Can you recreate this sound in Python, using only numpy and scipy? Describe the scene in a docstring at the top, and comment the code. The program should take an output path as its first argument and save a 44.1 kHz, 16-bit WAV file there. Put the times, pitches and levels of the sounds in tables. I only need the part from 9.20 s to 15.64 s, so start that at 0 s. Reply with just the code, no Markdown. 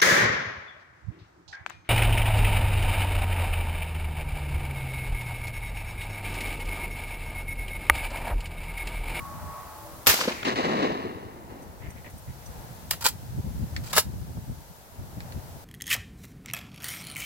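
"""Wind rumbles and a far drone fades, with two thin bird calls, at dawn. Then a hunter fires one shotgun
blast a few steps from two spaced microphones. It crashes through nearby brush and rolls back from a
wooded slope on the right. A buckle clinks, a jacket rustles, and the gun opens and shuts with sharp
steel clacks. An automatic volume control turns everything down after the blast and lets it creep back."""
import sys
import numpy as np
from scipy import signal
from scipy.fft import rfft, irfft
from scipy.io import wavfile

SR = 44100
rng = np.random.default_rng(int(sys.argv[2]) if len(sys.argv) > 2 else 0)


def log_audio(samples):
    """Write samples as a 16-bit WAV file to the path given in sys.argv[1]."""
    # one column per channel
    frames = np.atleast_2d(samples).T
    # limit to full scale, then quantise
    limited = np.clip(frames, -1, 1)
    pcm = np.round(limited * 32767).astype(np.int16)
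    wavfile.write(sys.argv[1], SR, pcm)


N = 284147
TIME = np.arange(N) / SR
SHOT_S = .8688
MIC_GAP_S = 0.00055  # time sound takes from one microphone to the other


def amp(db):
    """Turns decibels into a multiplier."""
    return 10 ** (np.asarray(db) / 20)


def unit_power(x):
    """Scales a signal to an average power of 1."""
    return x / np.sqrt(np.mean(x ** 2) + 1e-20)


def at_pitch(points, hz):
    """Looks up a table's value at any pitch."""
    pitches, values = np.transpose(points)
    return np.interp(np.log(hz + 1), np.log(pitches + 1), values)


def level(rows):
    """Joins time_s, level_db points into a volume curve."""
    return amp(np.interp(TIME, *np.transpose(rows)))


def add(mix, start_s, sound):
    """Mixes in a stereo sound."""
    part = mix[:, round(start_s * SR):][:, :sound.shape[1]]
    part += sound[:, :part.shape[1]]


def band(x, hz, kind, order=2):
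    """Keeps what is below hz ("low") or above it ("high")."""
    return signal.sosfilt(signal.butter(order, hz, kind, fs=SR, output="sos"), x)


def colour(x, points, size=4096):
    """Gives noise a tone colour (a level for each pitch) at the same power."""
    db = at_pitch(points, abs(np.fft.fftfreq(size, 1 / SR)))
    log_gain = np.log(amp(np.maximum(db, -100)))
    taps = np.fft.ifft(np.exp(np.conj(signal.hilbert(log_gain)))).real[:size // 2]
    return signal.oaconvolve(x, taps[None] / np.linalg.norm(taps), axes=1)[:, :x.shape[1]]


def arrivals(size, side=0., direct=0., grain_db=0., spread=0.031, clear_hz=0):
    """Stereo noise: a direct share from one side (-1 left, 1 right), the rest from all around."""
    grains = amp(grain_db * np.minimum(rng.exponential(1, size // 16 + 1), 4)).repeat(16)[:size]
    shared, separate, source = rfft(rng.standard_normal((3, size)) * grains)
    hz = np.fft.rfftfreq(size, 1 / SR)
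    alike = np.sinc(2 * hz * MIC_GAP_S)
    direct = direct * np.exp(-(2 * np.pi * hz * MIC_GAP_S * spread) ** 2 / 2)  # width blurs the treble
    direct += (1 - direct) * clear_hz ** 2 / (clear_hz ** 2 + hz ** 2 + 1)  # low notes scatter less
    around = np.array([shared, alike * shared + np.sqrt(1 - alike ** 2) * separate])
    aimed = np.array([source * np.exp(-2j * np.pi * hz * side * MIC_GAP_S), source])
    return unit_power(irfft(np.sqrt(direct) * aimed + np.sqrt(1 - direct) * around, size))


def fade(t, fade_s):
    """Dies away by 60 dB every fade_s seconds."""
    return np.exp(-np.log(1000) * t / fade_s)


def swell(size):
    """A quick rise and a slower fall."""
    return np.sin(np.pi * np.linspace(0, 1, size) ** 0.46) ** 2


def wobble(hz, size=N):
    """A random wander, mostly slower than hz."""
    return unit_power(band(rng.standard_normal(size), hz, "low"))


def lumps(depth_db, hz):
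    """A volume that wanders at random."""
    return unit_power(amp(depth_db * wobble(hz).clip(-2, 2)))


def through_steel(x, notes):
    """Passes a sound through steel that rings at its own notes."""
    t = TIME[:SR // 6]
    response = signal.unit_impulse(len(t))
    for hz, db, fade_s in notes:
        decay = fade(t, fade_s)
        response += 2 * amp(db) * decay / decay.sum() * np.cos(2 * np.pi * hz * t)
    return signal.oaconvolve(x, response[None] / np.linalg.norm(response), axes=1)


# How hard the wind blows: time_s, level_db (in every table, levels compare one row with another)
WIND_STRENGTH = [(0, -42.5), (.25, -41.5), (.48, -54.5), (1.7, -40.5), (2.1, -43.5), (2.9, -45), (3.2, -48),
                 (3.9, -43), (4.25, -36), (4.75, -38), (5.05, -32.5), (5.36, -47), (5.43, -50), (5.65, -60),
                 (5.78, -40.5), (6.2, -43.5), (6.44, -50)]
# The hardest gusts, the first being the push of the blast: peak_s, level_db, rumble_db
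HARD_GUSTS = [(.9, -31, -58), (2.68, -36.5, -44), (3.1, -40.5, -36), (3.29, -46, -42), (3.39, -50, -38),
              (4.182, -29, -44), (4.28, -32, -42), (4.432, -28.5, -43), (4.59, -33, -43),
              (4.94, -32.5, -43), (5.0, -42.5, -37), (5.31, -32, -34), (6.169, -36, -39)]
# Tone colours of the gusts and the rumble: pitch_hz, level_db
GUST_COLOUR = [(12, -59), (20, -25), (35, -19), (65, 1), (90, 1.5), (140, -1), (220, -10.5), (300, -17.5),
               (450, -30.5), (700, -37), (1100, -83)]
RUMBLE_COLOUR = [(12, -27), (25, -19), (45, 3), (70, -2), (120, -5), (300, -50), (800, -82)]

def wind(gust_half_s=0.028):
    """Swirls and gusts hit each microphone almost separately, over a rumble that follows the wind."""
    strength = level(WIND_STRENGTH)
    pushes, deep = 0, 0
    for peak_s, db, rumble_db in HARD_GUSTS:
        push = np.exp(-((TIME - peak_s) / gust_half_s) ** 2)
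        pushes += amp(db) * push
        deep += amp(rumble_db) * push
    noise = rng.standard_normal((2, N)) + .5 * rng.standard_normal(N)
    each_mic = np.array([lumps(depth_db=3, hz=30.3), lumps(depth_db=2, hz=30.7)])
    force = each_mic * np.hypot(strength * lumps(depth_db=3.8, hz=14), pushes)
    gusts = amp(1.5) * unit_power(colour(noise, GUST_COLOUR)) * force
    flutter = unit_power(band(band(rng.standard_normal((2, N)), 400, "low", order=3), 194, "high"))
    flutter *= amp(-47.5) * np.minimum(force / amp(-30), 1.5) ** 1.6  # hard gusts flutter most
    follows = (strength / np.exp(np.log(strength).mean())) ** 0.35
    rumble = np.hypot(amp(-51.5) * follows, deep) * colour(rng.standard_normal((2, N)), RUMBLE_COLOUR)
    return gusts + flutter + rumble


# Loudness of the breeze in far trees, and of the hiss: time_s, level_db
BREEZE_CURVE = [(0, -0.5), (2.3, 7), (3.05, 0), (3.4, 4.5), (3.65, 1), (4.2, -1), (4.8, 2), (5.15, -1),
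                (5.6, -2.5), (6.1, 3.5), (6.44, 0.5)]
HISS_CURVE = [(0, -50.5), (.85, -50.5), (2.05, -52), (2.6, -52), (3.35, -50.5), (4.2, -51.5), (4.8, -49.5),
              (5.1, -51.5), (5.7, -54), (6.15, -51), (6.44, -51.5)]
# Their tone colours: pitch_hz, level_db
MURMUR_COLOUR = [(59, -25), (100, -18.5), (287, -21), (415, -19.5), (506, -18), (921, -16.5), (1140, -24.5),
                 (1330, -24.5), (3000, -39.5), (3900, -74.5), (6600, -120)]
HISS_COLOUR = [(800, -21), (1500, -7), (2300, -11.5), (3800, -9.5), (6200, -9.5), (9500, -12),
               (12000, -8.5), (16200, -11)]

def air():
    """Open country murmurs with the breeze, under a fine hiss that starts out brighter."""
    murmur = amp(-51.5) * level(BREEZE_CURVE) * colour(arrivals(N), MURMUR_COLOUR)
    hiss = level(HISS_CURVE) * colour(rng.standard_normal((2, N)), HISS_COLOUR)
    sheen = band(rng.standard_normal((2, N)), 8900, "high", order=3)
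    return murmur + hiss + sheen * level([(0, -54), (.5, -52), (.85, -51.5), (1.2, -75)])


# Tone colour of the drone: pitch_hz, level_db
HOLLOW_COLOUR = [(240, -70), (400, -43), (419, -26), (522, -52), (587, -3.5), (665, -9), (1030, -5),
                 (1080, -3), (1470, -14.5), (2600, -26.5), (3380, -45), (5720, -120)]
# Thin tones inside it: start_s, end_s, pitch_hz, level_db
DRONE_TONES = [(-.04, .19, 1108, -44.5), (.21, .46, 1111, -43), (-.1, .85, 1109, -55), (.03, .45, 856, -52),
               (.44, .72, 861, -52), (.29, .46, 598, -55), (.58, .79, 581, -51.5), (-.05, .22, 323, -58),
               (.55, .85, 323, -56), (.25, .5, 985, -56), (.2, .65, 1288, -59)]

def drone(peak_s=0.4, rise_db_per_s=4.5, fall_db_per_s=18.5):
    """A far, hollow drone with wavering tones swells, fades and ends under the shot."""
    drop_db = np.maximum(rise_db_per_s * (peak_s - TIME), fall_db_per_s * (TIME - peak_s))
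    out = amp(-45 - drop_db) * colour(arrivals(N, side=0.098, direct=0.72), HOLLOW_COLOUR)
    for start_s, end_s, hz, db in DRONE_TONES:
        pitch_hz = hz * (1 + 0.0022 * wobble(15))
        progress = np.clip((TIME - start_s) / (end_s - start_s), 0, 1)
        arch = np.sin(np.pi * progress).clip(0) ** 0.61
        out += amp(db + 2.5) * arch * np.sin(2 * np.pi * np.cumsum(pitch_hz) / SR)
    return out * np.interp(TIME, [.85, .95], [1, 0])


# Calls of a small, far bird: start_s, length_s, level_db
BIRD_CALLS = [(.018, .04, -63), (.208, .075, -65)]

def bird(top_hz=7460, slide_hz=2100, slide_s=0.0087, blur_hz=450):
    """Two thin calls slide up to their pitch, blurred by distance."""
    out = np.zeros((2, N))
    for start_s, length_s, db in BIRD_CALLS:
        t = TIME[:int(length_s * SR)]
        hz = top_hz - slide_hz * np.exp(-t / slide_s) + blur_hz * wobble(600, len(t))
        cycles = np.cumsum(hz) / SR + rng.random((2, 1)) / 4
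        add(out, start_s, amp(db) * swell(len(t)) * np.sin(2 * np.pi * cycles))
    return out


# The shot and its bounces off nearby bushes: start_s, level_db, fade_s
SHOT_CRACKS = [(0.8627, -25, 0.034), (0.8690, -7.3, 0.085), (0.8747, -11.5, 0.065), (0.8903, -13, 0.14),
               (0.8966, -12, 0.14), (0.9416, -14.5, 0.03), (0.9765, -24, 0.02)]
# How long each pitch lingers in the brush: pitch_hz, fade_s
BRUSH_FADES = [(100, 5.1), (500, 1.8), (2000, 0.66), (5000, 0.8), (9000, 0.59), (15000, 0.39)]
# Tone colour of the shot: pitch_hz, level_db
BLAST_COLOUR = [(30, -48), (60, -22), (130, -17), (310, -2.5), (600, 1), (900, 2), (2000, 1), (3200, -0.5),
                (4700, -1.5), (7000, -3.5), (9500, -9.5), (11200, -3.5), (13000, -1.5), (15000, -4),
                (16200, -16)]

def blast(twig_hz=1700):
    """The muzzle cracks in a dense burst; twigs scatter it into a tail whose treble dies first."""
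    out, t = np.zeros((2, N)), TIME[:SR]
    for start_s, db, fade_s in SHOT_CRACKS:
        noise = rng.standard_normal((2, SR))
        aimed = amp(-7.5) * arrivals(SR, side=0.31, direct=0.72, grain_db=4)
        add(out, start_s, amp(db) * fade(t, fade_s) * unit_power(noise + aimed))
    hz, age, bands = signal.stft(arrivals(SR, side=0.34, direct=0.12, grain_db=1.5), SR, nperseg=256)
    bands *= fade(age, at_pitch(BRUSH_FADES, hz)[:, None])
    tail = signal.istft(bands, SR, nperseg=256)[1][:, :SR]
    tail = band(tail, twig_hz, "high", order=1)  # twigs are too thin to scatter low notes
    add(out, SHOT_S, amp(-13) * tail * (1 - fade(t, 0.042)))
    return colour(out, BLAST_COLOUR)


def ground_growl():
    """The open ground keeps a low growl going between the first echoes."""
    out, t = np.zeros((2, N)), TIME[:SR]
    growl = unit_power(band(band(arrivals(SR), 380, "low", order=3), 130, "high"))
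    add(out, SHOT_S, amp(-37) * growl * (1 - fade(t, 0.1)) * fade(t, 1.3))
    return out


# Separate echoes: start_s, level_db, half_length_s, top_hz, side (-1 left, 1 right)
TREE_ECHOES = [(0.936, -22, .009, 2200, 0.54), (0.989, -27, 0.006, 900, 0.034), (1, -22, 0.024, 5930, 0.35),
               (1.0102, -19, 0.0049, 1500, 0.25), (1.021, -28, 0.0072, 700, 0.12),
               (1.034, -26, .018, 4000, 0.27), (1.051, -26, 0.008, 960, -0.34),
               (1.077, -24, 0.022, 4000, 0.31), (1.104, -30.5, .012, 900, -0.23),
               (1.116, -26.5, .011, 3500, -.8), (1.158, -38, .015, 2400, -.8),
               (1.2286, -24, 0.006, 2730, 0.97), (1.249, -24, 0.013, 3680, 0.96),
               (1.274, -25.5, 0.015, 4100, 0.87), (1.29, -28, .01, 480, .9), (1.319, -27, .007, 702, 1),
               (1.356, -25.5, .012, 3480, 0.81), (1.393, -20, 0.019, 570, 0.82),
               (1.436, -27, .014, 1800, 0.63), (1.475, -25.5, .03, 1200, 0.55),
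               (1.536, -20.5, .016, 700, 0.65), (1.595, -25, .014, 600, .85), (1.648, -22, 0.011, 515, 1),
               (1.698, -23, .014, 550, .85), (1.788, -25.5, 0.015, 420, 1), (1.845, -26, .02, 420, .85),
               (1.971, -31, 0.01, 410, .85), (2.308, -38, 0.018, 417, .85)]
# Tone colour of a hard bank's dull knock: pitch_hz, level_db
KNOCK_COLOUR = [(60, -24), (130, -5), (250, 0), (380, -1), (530, 2), (640, -1), (850, -16), (1500, -31),
                (3000, -60)]

def echoes(knock_s=1.0748):
    """Trees and banks send back dull copies of the shot; a narrow ring lingers between them."""
    out, t = np.zeros((2, N)), TIME[:SR // 8]
    for start_s, db, half_s, top_hz, side in TREE_ECHOES:
        size = int(2 * half_s * SR)
        burst = arrivals(size, side=side, direct=0.81, grain_db=1.5, spread=0.051, clear_hz=905)
        burst = band(band(burst, top_hz, "low", order=3), 227, "high", order=3)
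        add(out, start_s, amp(db - 4) * unit_power(burst * swell(size)))
    shape = (1 - fade(t, 0.014)) * fade(np.maximum(t - .008, 0), 0.018)
    knock = colour(arrivals(len(t), side=0.49, direct=0.83) * shape, KNOCK_COLOUR)
    add(out, knock_s, amp(-27) * unit_power(knock))
    ring_colour = [(900, -30), (1650, -7), (2050, 0), (2600, -7), (4000, -24)]  # pitch_hz, level_db
    ring = colour(arrivals(N, side=-.8, direct=.5), ring_colour)
    return out + amp(-38) * ring * np.interp(TIME, [1., 1.1, 1.22, 1.35], [0, 1, 1, 0])


# Wooded banks, near to far: start_s, rise_s, fade_s, boom_db, crackle_db
WOODED_BANKS = [(1.08, 0.025, 0.7, -40, -42), (1.241, 0.029, 0.56, -26, -27),
                (1.348, 0.048, 0.33, -28, -27), (1.425, 0.011, 1.8, -23.5, -28.5),
                (1.45, 0.19, 1.23, -23, -28.5), (2.28, 0.022, 0.97, -44, -50)]
# Tone colour of their answer: pitch_hz, level_db
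SLOPE_COLOUR = [(45, -45), (80, -29), (130, -12), (210, -1), (380, -1.5), (650, -8.5), (1100, -6),
                (1450, -18.5), (1900, -12), (2450, -21), (2850, -16.5), (3300, -25.5), (4000, -21),
                (5200, -30), (7000, -36), (12000, -62)]

def slope_roll(blend_s=0.9):
    """Thousands of trunks answer in a rolling echo; the air takes more treble from the later ones."""
    noise = colour(arrivals(4 * SR, side=0.85, direct=0.85, grain_db=2.5, spread=0.068), SLOPE_COLOUR)
    hz, time_s, bands = signal.stft(noise, SR, nperseg=256)
    lost_db = 3 * np.clip(hz[:, None] / 1000 - 2, 0, 7) * (np.clip(time_s, 1.3, 2.2) - 1.5)
    wave = np.zeros((2, N))
    add(wave, 0, signal.istft(bands * amp(-lost_db), SR, nperseg=256)[1])
    boom_power, crackle_power = 0, 0
    for start_s, rise_s, fade_s, boom_db, crackle_db in WOODED_BANKS:
        rise = np.clip((TIME - start_s) / rise_s, 0, 1)
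        age = np.maximum(TIME - start_s - rise_s, 0)
        boom_power += (amp(boom_db) * rise * fade(age, fade_s)) ** 2
        crackle_power += (amp(crackle_db) * rise * fade(age, 0.86 * fade_s)) ** 2
    boom = amp(5) * band(wave, 740, "low", order=3) * np.sqrt(boom_power)
    crackle = amp(11) * band(wave, 1160, "high", order=3) * np.sqrt(crackle_power)
    # Clumps of trees make the roll uneven; it smooths out as more echoes overlap.
    unevenness = np.exp(-np.maximum(TIME - SHOT_S, 0) / blend_s)
    return (boom + crackle) * lumps(depth_db=2.5, hz=31) ** unevenness


# Faint clinks: start_s, level_db, half_rattle_s, top_hz, bottom_hz
BUCKLE_CLINKS = [(2.419, -55, .018, 11000, 4000), (2.701, -50.5, .011, 12000, 5500),
                 (2.898, -56, .014, 15000, 8500), (2.975, -54, .018, 15000, 8500),
                 (3.256, -51, .016, 6500, 4000)]
# Notes the buckle rings at: pitch_hz, level_db, fade_s
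BUCKLE_NOTES = [(6050, 19, .014), (8550, 25, .03), (14150, 15, .012)]

def buckle():
    """Quick, light touches ring the buckle of the gun's sling."""
    out = np.zeros((2, N))
    for start_s, db, half_s, top_hz, bottom_hz in BUCKLE_CLINKS:
        size = int(2 * half_s * SR)
        touches = np.pad(arrivals(size) * swell(size), ((0, 0), (0, size)))
        clink = through_steel(touches, BUCKLE_NOTES)[:, :2 * size]
        clink = band(band(clink, top_hz, "low"), bottom_hz, "high", order=3)
        add(out, start_s, amp(db - 3) * unit_power(clink))
    return out


# Jacket rustles and soft knocks: start_s, level_db, half_length_s
JACKET_RUSTLES = [(2.604, -43.5, 0.11), (2.754, -48, 0.051), (2.838, -41.5, 0.048), (3.075, -52, 0.039),
                  (3.204, -55, 0.047)]
STANCE_KNOCKS = [(2.674, -48, 0.015), (5.17, -40, .008)]
# Tone colour of the cloth: pitch_hz, level_db
CLOTH_COLOUR = [(600, 0), (1400, -12), (2000, 2), (2450, -6.5), (3000, -13), (5000, -32), (12000, -41)]

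def hunter_moves():
    """The jacket rustles as the gun is lowered, and a shift of stance knocks softly."""
    out = np.zeros((2, N))
    for start_s, db, half_s in JACKET_RUSTLES:
        size = int(2 * half_s * SR)
        add(out, start_s, amp(db) * swell(size) * colour(arrivals(size, grain_db=3.5), CLOTH_COLOUR))
    for start_s, db, half_s in STANCE_KNOCKS:
        size = int(2 * half_s * SR)
        add(out, start_s, amp(db) * swell(size) * unit_power(band(arrivals(size), 900, "low", order=3)))
    return out


# Steel hitting steel: start_s, level_db, body_db (higher is duller), fade_s, state
GUN_CLACKS = [(3.7063, -18.5, -24, 0.025, "latch"), (3.7098, -4, -12.5, 0.013, "latch"),
              (3.732, -22, -1, 0.03, "latch"), (3.808, -21.5, -11, 0.047, "open"),
              (3.821, -19.5, -8, 0.041, "open"), (3.841, -15, -14, 0.042, "open"),
              (3.847, -12, -10, 0.06, "open"), (3.854, -10.5, -4, 0.056, "open"),
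              (3.863, -4, -12, 0.042, "open"), (3.883, -20, -30, 0.039, "open"),
              (4.729, -15.5, -6, 0.084, "shut"), (4.751, -18.5, -14, 0.12, "shut"),
              (4.764, -9.5, -10.5, 0.072, "shut"), (4.772, -8.5, -3.5, 0.042, "shut"),
              (4.7797, -0.5, -7.5, 0.028, "shut"), (4.783, -11, -27, 0.046, "shut"),
              (4.793, -12.5, -26, 0.041, "shut")]
# Steel sliding on steel: start_s, level_db, half_length_s
GUN_SCRAPES = [(4.635, -45, 0.017), (4.656, -41.5, 0.03), (4.694, -42, 0.031)]
# Notes of the latch, and of the gun when open and shut: pitch_hz, level_db, fade_s
LATCH_NOTES = [(650, 6, 0.027), (1220, -2, 0.016), (1880, 3, 0.015), (2820, 6, 0.02), (3980, 3, 0.029),
               (4670, 0, .025), (5530, -7, 0.032), (13600, 8, .02), (14500, 6, .012)]
OPEN_NOTES = [(545, 2, 0.017), (953, 5.7, 0.016), (1420, 6.6, 0.02), (1850, 1, 0.047), (2440, 4.3, .02),
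              (3180, 3.5, 0.015), (4110, 5, .025), (4610, 5.7, 0.014), (5330, 3.3, 0.041),
              (6230, 5.6, 0.046), (7680, 3.5, 0.011)]
SHUT_NOTES = [(455, 2.7, 0.023), (620, 3.6, 0.053), (730, 4.5, 0.03), (930, 3.5, 0.02), (1270, 5.5, 0.019),
              (1656, 5.3, 0.028), (2040, 2.7, 0.025), (2840, 6.6, 0.035), (3750, 7.5, 0.028),
              (4330, 1.5, 0.04), (4930, 6.3, .025), (5440, 3.6, 0.01), (7170, 1.5, 0.019),
              (10300, 5, 0.028)]
# Tone colour of the moving parts: pitch_hz, level_db
GUN_COLOUR = [(120, -33), (200, -21), (400, -10), (620, -8), (760, -7.5), (950, -1), (1400, -3.5),
              (2600, -6), (5100, -4), (6000, -8), (7300, -3), (9100, -10), (10400, -6), (16000, -10)]

def gun_action():
    """Steel parts slide and slam home; the gun rings differently as it opens and shuts."""
    out, t = np.zeros((2, N)), TIME[:SR // 5]
    notes = {"latch": LATCH_NOTES, "open": OPEN_NOTES, "shut": SHUT_NOTES}
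    for start_s, db, body_db, fade_s, state in GUN_CLACKS:
        rise_s = 0.00052 * 2 ** (-db / 8)  # softer hits start more slowly
        rise = 1 - np.exp(-t / rise_s)
        crash = arrivals(len(t), side=0.13, direct=0.49, grain_db=0.5, spread=0.021, clear_hz=1700)
        crash *= rise * (fade(t, fade_s) + amp(-15.5) * fade(t, 0.14))  # brush adds a short tail
        body = band(crash, 5600, "low", order=1)
        hit = amp(0.86 * body_db + 4.5) * body + amp(-.5 * body_db - 5) * (crash - body)
        add(out, start_s, through_steel(amp(db - 5) * hit, notes[state]))
        # Each hit also sets the low notes clanging, until the hands damp them.
        ring = sum(amp(note_db) * fade(t, ring_s) * np.sin(2 * np.pi * (hz * t + rng.random()))
                   for hz, note_db, ring_s in notes[state])
        clang = band(ring, 1900, "low") * rise * fade(t, .05)
        add(out, start_s, amp(db + body_db - 21) * np.array([clang, clang]))
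    for start_s, db, half_s in GUN_SCRAPES:
        size = int(2 * half_s * SR)
        scrape = amp(db) * swell(size) * arrivals(size, grain_db=3.5)
        add(out, start_s, through_steel(scrape, OPEN_NOTES))
    return colour(out, GUN_COLOUR)


# Light ticks: start_s, level_db, fade_s
LIGHT_TICKS = [(4.5641, -21.5, 0.01), (6.0045, -32.5, 0.0071), (6.122, -41, .03)]
# Their tone colour: pitch_hz, level_db
TICK_COLOUR = [(500, -43), (1100, -1), (1900, 9.5), (3200, -2.5), (4300, 5.5), (6000, -10), (8200, -4),
               (9500, -40), (16000, -23)]

def ticks():
    """A catch or a shell ticks lightly, with a short tail."""
    out, t = np.zeros((2, N)), TIME[:SR // 5]
    for start_s, db, fade_s in LIGHT_TICKS:
        tick = arrivals(len(t), grain_db=0.5) * (fade(t, fade_s) + amp(-9) * fade(t, 0.08))
        add(out, start_s, amp(db - 3.5) * colour(tick, TICK_COLOUR))
    return out


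def scene():
    """Adds up all the sounds; echoes, wind and air get a small lift on the left."""
    outdoors = (echoes() + slope_roll() + wind() + air()) * amp([[.8], [-.8]])
    hunter = blast() + ground_growl() + gun_action() + ticks() + buckle() + hunter_moves()
    return outdoors + hunter + drone() + bird()


def record(dry, threshold_db=-35.5, cut_share=0.53, memory_s=0.5, ceiling=1.05, top_hz=16150):
    """The volume sinks under loud sound and creeps back; peaks are rounded and the top treble is cut."""
    keep = np.exp(-1 / (memory_s * SR))
    middle = band(band(dry, 200, "high"), 2000, "low")
    recent_power = signal.lfilter([1 - keep], [1, -keep], (middle ** 2).mean(0))
    excess_db = np.maximum(10 * np.log10(recent_power + 1e-12) - threshold_db, 0)
    turned_down = dry * amp(-cut_share * excess_db)
    rounded = ceiling * np.tanh(turned_down / ceiling)
    treble_cut = signal.firwin(511, top_hz, window=("kaiser", 9), fs=SR)
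    return signal.oaconvolve(rounded, treble_cut[None], "same")


dry = scene()
out = record(dry)
log_audio(out)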